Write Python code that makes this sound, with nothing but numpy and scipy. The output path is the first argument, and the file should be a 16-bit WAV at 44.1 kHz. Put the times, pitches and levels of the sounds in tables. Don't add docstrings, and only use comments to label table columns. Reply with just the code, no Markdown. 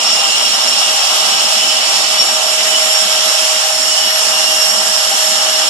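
import sys
import numpy as np
from scipy.fft import rfft, irfft, next_fast_len
from scipy.io import wavfile

SR = 44100
rng = np.random.default_rng(int(sys.argv[2]) if len(sys.argv) > 2 else 0)


def inscribe(sig):
    pcm = np.round(np.clip(np.atleast_2d(sig).T, -1, 1) * 32767)
    wavfile.write(sys.argv[1], SR, pcm.astype(np.int16))


N = 251085
TIME = np.arange(N) / SR
SIZE = next_fast_len(N)
FREQ = np.maximum(np.arange(SIZE // 2 + 1) * SR / SIZE, 1)

# frequency_hz, density_db
AIR_SPECTRUM = [(60, -106), (106, -104), (145, -82), (190, -67.5), (420, -65), (600, -54.5), (1000, -56.5),
                (2350, -58.5), (3600, -53.5), (4100, -56), (7800, -55), (10000, -60.5), (12200, -68.5),
                (13000, -72), (14300, -77)]
# centre_hz, width_hz, lift_db
CAVITIES = [(212.4, 17, 8), (247, 22, 5), (287, 49, -7.5), (324.6, 23, 9), (391.5, 15, 6.5), (405, 30, -4),
            (540, 47, -3), (791, 57, 7.5), (1265, 280, 4.5), (2814, 185, 4), (3023, 630, 7),
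            (4160, 94, 3.5), (4400, 160, 3), (5296, 720, 8.5), (7150, 490, 6)]
# frequency_hz, left_over_right_db
AIR_BALANCE = [(145, 19), (230, 2.5), (700, 0.7), (1000, 3.5), (1400, 2), (1850, 9.5), (2350, -1.5),
               (3200, 0.5), (4400, -0.5), (4800, -10), (7400, -7.4), (9500, -1.8), (10600, 0), (12000, 7)]
# frequency_hz, correlation (-1 to 1)
STEREO_LIKENESS = [(100, 0.034), (200, 0.63), (500, 0.57), (800, 0.76), (1050, 0.051), (1400, 0.19),
                   (1750, -0.66), (2300, -0.07), (3000, 0.87), (4200, -0.7), (6000, -0.32)]
# time_s, gain_db
AIR_FLOW = [(0.0, 1.0), (0.7, -0.2), (1.05, 1.0), (2.2, 0.63), (3.5, 0.33), (3.8, -1.5), (4.25, -0.05),
            (4.75, -0.65), (5.69, 0.9)]
# centre_hz, flow_swing_factor, side_gain_db (gained on the way round)
AIR_ZONES = [(1250, 0.98, -1.5), (1780, 0.5, 5), (2440, 1.7, -1.5), (2860, 0.8, -1.0), (4100, 0.76, -1.9),
             (7540, 0.78, 2.4)]
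# time_s, nearness (0-1), way_round (0-1)
MIC_PATH = [(0.0, 0.0, 0.1), (0.35, 0.0, 0), (0.9, 0.4, 0.42), (2.1, 0.49, 0.35), (2.6, 1.0, 0.7),
            (3.4, 0.92, 0.8), (4.0, 0.77, 0.8), (5.69, 0.8, 0.97)]
# time_s, gain_db
LEAK_FADER = [(0.0, -18), (0.5, -13), (1.1, -16), (2.6, -16.5), (3.4, -16.5), (3.85, -14.5), (4.7, -15),
              (5.3, -15.5), (5.69, -15)]
# pitch_hz, width_hz, relative_level_db
LEAK_RESONANCES = [(5397, 74, -9), (5514, 70, -7)]
# time_s, turns_per_s
ROTOR_SPEED = [(0.0, 628.1), (2.2, 628.5), (4.2, 629.3), (5.1, 629.25), (5.69, 628.9)]
# pitch_multiple, relative_level_db, left_over_right_db, wall_power_share (0-1)
HUM_TONES = [(1, 4, -3, 0.06), (3, -13, 10, 0.3)]
# pitch_multiple, relative_level_db, left_over_right_db,
# wall_power_share (0-1)
WHINE_TONES = [(7, -4, 16, 0.54), (9, 7.5, -5, 0.22), (18, 5.5, 4.5, 0.28), (19, -19, 5, .5)]
# time_s, gain_db
WHINE_FADER = [(0.0, -51), (0.75, -47), (1.15, -39.5), (1.7, -46), (2.25, -41.5), (3.8, -41.5),
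               (4.55, -36.5), (5.25, -41), (5.69, -41)]
# middle_s, length_s, pitch_hz, level_db (before flutter and pan)
SQUEALS = [(0.094, 0.13, 5490, -17.5), (0.275, 0.24, 2785, -22), (0.42, 0.25, 4120, -31),
           (1.68, 0.16, 3020, -21), (2.21, 0.075, 5515, -14.5), (2.73, 0.13, 2990, -20),
           (2.96, 0.14, 5490, -19.5), (4.0, 0.2, 2970, -23.5), (4.5, 0.4, 2800, -26),
           (4.69, .24, 5535, -20), (5.0, 0.75, 4432, -34)]


def from_db(db):
    return 10 ** (np.asarray(db) / 20)


def unit_power(x):
    return x / np.sqrt(np.mean(np.abs(x) ** 2) + 1e-20)


def over_time(rows):
    times, *columns = np.transpose(rows)
    return [np.interp(TIME, times, column) for column in columns]


def over_hz(points):
    hz, value = np.transpose(points)
    return np.interp(np.log(FREQ), np.log(hz), value)


def low_pass(hz, order=12):
    return 1 / (1 + (FREQ / hz) ** order)


def pan(left_over_right_db):
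    gains = from_db(np.array([[.5], [-.5]]) * left_over_right_db)
    return gains / np.sqrt(np.mean(gains ** 2, axis=0))


def to_time(spectrum):
    return irfft(spectrum, SIZE)[..., :N]


def drift(rate_hz, step=32):
    coarse = TIME[::step]
    hz = np.arange(len(coarse) // 2 + 1) / coarse[-1]
    white = rfft(rng.standard_normal((2, len(coarse))))
    slow = irfft(white / (1 + (hz / rate_hz) ** 2) ** 2, len(coarse))
    return np.array([np.interp(TIME, coarse, side) for side in unit_power(slow)])


def room_noise(left_lead_s=.00015):
    mid, side = rfft(rng.standard_normal((2, SIZE)))
    alike = over_hz(STEREO_LIKENESS)
    left = np.sqrt(1 + alike) * mid + np.sqrt(1 - alike) * side
    right = np.sqrt(1 + alike) * mid - np.sqrt(1 - alike) * side
    phase_lag = 2 * np.pi * FREQ * left_lead_s / np.hypot(1, FREQ / 1300)
    return np.array([left, right * np.exp(-1j * phase_lag)]) * np.sqrt(SR) / 2


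def turbulence():
    ring_db = sum(db / (1 + (2 * (FREQ - hz) / width_hz) ** 2) for hz, width_hz, db in CAVITIES)
    return room_noise() * from_db(over_hz(AIR_SPECTRUM) + ring_db) * pan(over_hz(AIR_BALANCE))


def near_echoes(sound, count=8, echo_db=-10.5, shortest_s=.003, longest_s=.022, sway_s=.00008):
    out = sound.copy()
    for nominal_s in np.geomspace(shortest_s, longest_s, count):
        lags_s = nominal_s * rng.uniform(.8, 1.2) + rng.normal(0, .000185, (2, 1))
        lags_s = lags_s + sway_s * drift(.5)
        echo = np.array([np.interp(TIME - lag, TIME, side, left=0) for lag, side in zip(lags_s, sound)])
        out += from_db(echo_db) * rng.choice([-1, 1]) * echo
    return out / np.sqrt(1 + count * from_db(echo_db) ** 2)


def air_rush(air, wander_db=.44, flutter_db=1.15, hiss_edge_hz=1450):
    flow_db, = over_time(AIR_FLOW)
    _, way_round = over_time(MIC_PATH)
    centres = [hz for hz, _, _ in AIR_ZONES]
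    rush = 0
    for weights, (_, follow, side_db) in zip(np.eye(len(centres)), AIR_ZONES):
        band = over_hz(list(zip(centres, weights)))
        ride_db = follow * flow_db + side_db * (way_round - .5)
        waver_db = wander_db * drift(1.6)[0] + flutter_db * drift(20)
        rush += to_time(air * band) * from_db(ride_db + waver_db)
    roar = to_time(rfft(rush, SIZE) * low_pass(hiss_edge_hz))
    hiss = rush - roar
    return roar + near_echoes(hiss)


def rumble(air, floor_hz=105, deep_hz=200, deep_db=3.5, deep_swing_db=9, gaps_db=12.5, gap_rate_hz=8.5):
    deep_swing, gaps = drift(gap_rate_hz)
    deep_gain = from_db(deep_db + deep_swing_db * np.minimum(deep_swing - .5, .5))
    dropouts = from_db(gaps_db * np.minimum(gaps + .5, 0))
    floor = air * low_pass(floor_hz)
    deep = to_time((air - floor) * low_pass(deep_hz)) * deep_gain
    upper = to_time((air - floor) * (1 - low_pass(deep_hz)))
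    return to_time(floor) + (deep + upper) * dropouts


def leak_whistle(core_hz=5485, waver_hz=27.96, core_mix_db=-12.5, swell_db=2, pan_db=-.5):
    fader_db, = over_time(LEAK_FADER)
    cycles = np.cumsum(core_hz + waver_hz * drift(25)[0]) / SR
    core_gain = from_db(core_mix_db + swell_db * drift(4))
    whistle = np.sqrt(2) * np.sin(2 * np.pi * cycles) * core_gain
    for hz, width_hz, db in LEAK_RESONANCES:
        breathiness = drift(width_hz) + 1j * drift(width_hz)
        ring = np.real(breathiness * np.exp(2j * np.pi * hz * TIME))
        whistle += from_db(db) * unit_power(ring)
    return whistle * from_db(fader_db) * pan(pan_db)


def rotor_turns(wobble_hz=.087):
    turns_per_s, = over_time(ROTOR_SPEED)
    return np.cumsum(turns_per_s + wobble_hz * drift(6)[0]) / SR


def tone_stack(turns, tones, fader_db, beating_hz, scatter=0):
    out = 0
    for multiple, db, pan_db, wall_share in tones:
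        direct_share = (1 - wall_share) * (1 - scatter)
        reflections = unit_power(drift(beating_hz) + 1j * drift(beating_hz))
        paths = np.sqrt(direct_share) + np.sqrt(1 - direct_share) * reflections
        tone = np.sqrt(2) * np.real(paths * np.exp(2j * np.pi * multiple * turns))
        out += tone * from_db(fader_db + db) * pan(pan_db)
    return out


def rotor_hum(turns, far_gain_db=-40.5, near_gain_db=-30.5, far_scatter=.53):
    nearness, _ = over_time(MIC_PATH)
    fader_db = far_gain_db + (near_gain_db - far_gain_db) * nearness
    scatter = far_scatter * (1 - nearness) ** 2
    return tone_stack(turns, HUM_TONES, fader_db, beating_hz=28.3, scatter=scatter)


def blade_whine(turns, sway_db=1.3):
    fader_db, = over_time(WHINE_FADER)
    standing_wave_db = sway_db * drift(4)
    return tone_stack(turns, WHINE_TONES, fader_db + standing_wave_db, beating_hz=22)


def drone(pitch_hz=245.4, far_db=-49, near_change_db=-19, waver_db=3.5):
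    nearness, _ = over_time(MIC_PATH)
    level_db = far_db + near_change_db * nearness ** 2 + waver_db * drift(3.3)
    return np.sqrt(2) * np.sin(2 * np.pi * pitch_hz * TIME) * from_db(level_db)


def squeals(fade_s=.034, jitter_hz=12, flutter_db=3.5, pan_db=-2):
    jitter_cycles = np.cumsum(jitter_hz * drift(78), axis=1) / SR
    out = 0
    for middle_s, length_s, pitch_hz, level_db in SQUEALS:
        ramp = np.clip((length_s / 2 - np.abs(TIME - middle_s)) / fade_s, 0, 1)
        envelope = from_db(level_db) * np.sin(np.pi / 2 * ramp)
        out += envelope * np.sin(2 * np.pi * (pitch_hz * TIME + jitter_cycles))
    return np.sqrt(2) * out * from_db(flutter_db * drift(40)) * pan(pan_db)


def scene(crossover_hz=400):
    air, lows = turbulence(), low_pass(crossover_hz)
    bed = rumble(air * lows) + air_rush(air * (1 - lows))
    leak = leak_whistle() + squeals()
    turns = rotor_turns()
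    return bed + leak + rotor_hum(turns) + blade_whine(turns) + drone()


def record(dry, cutoff_hz=14500):
    clipped = np.clip(dry, -1, 1)
    return to_time(rfft(clipped, SIZE) * low_pass(cutoff_hz, order=300))


dry = scene()
out = record(dry)
inscribe(out)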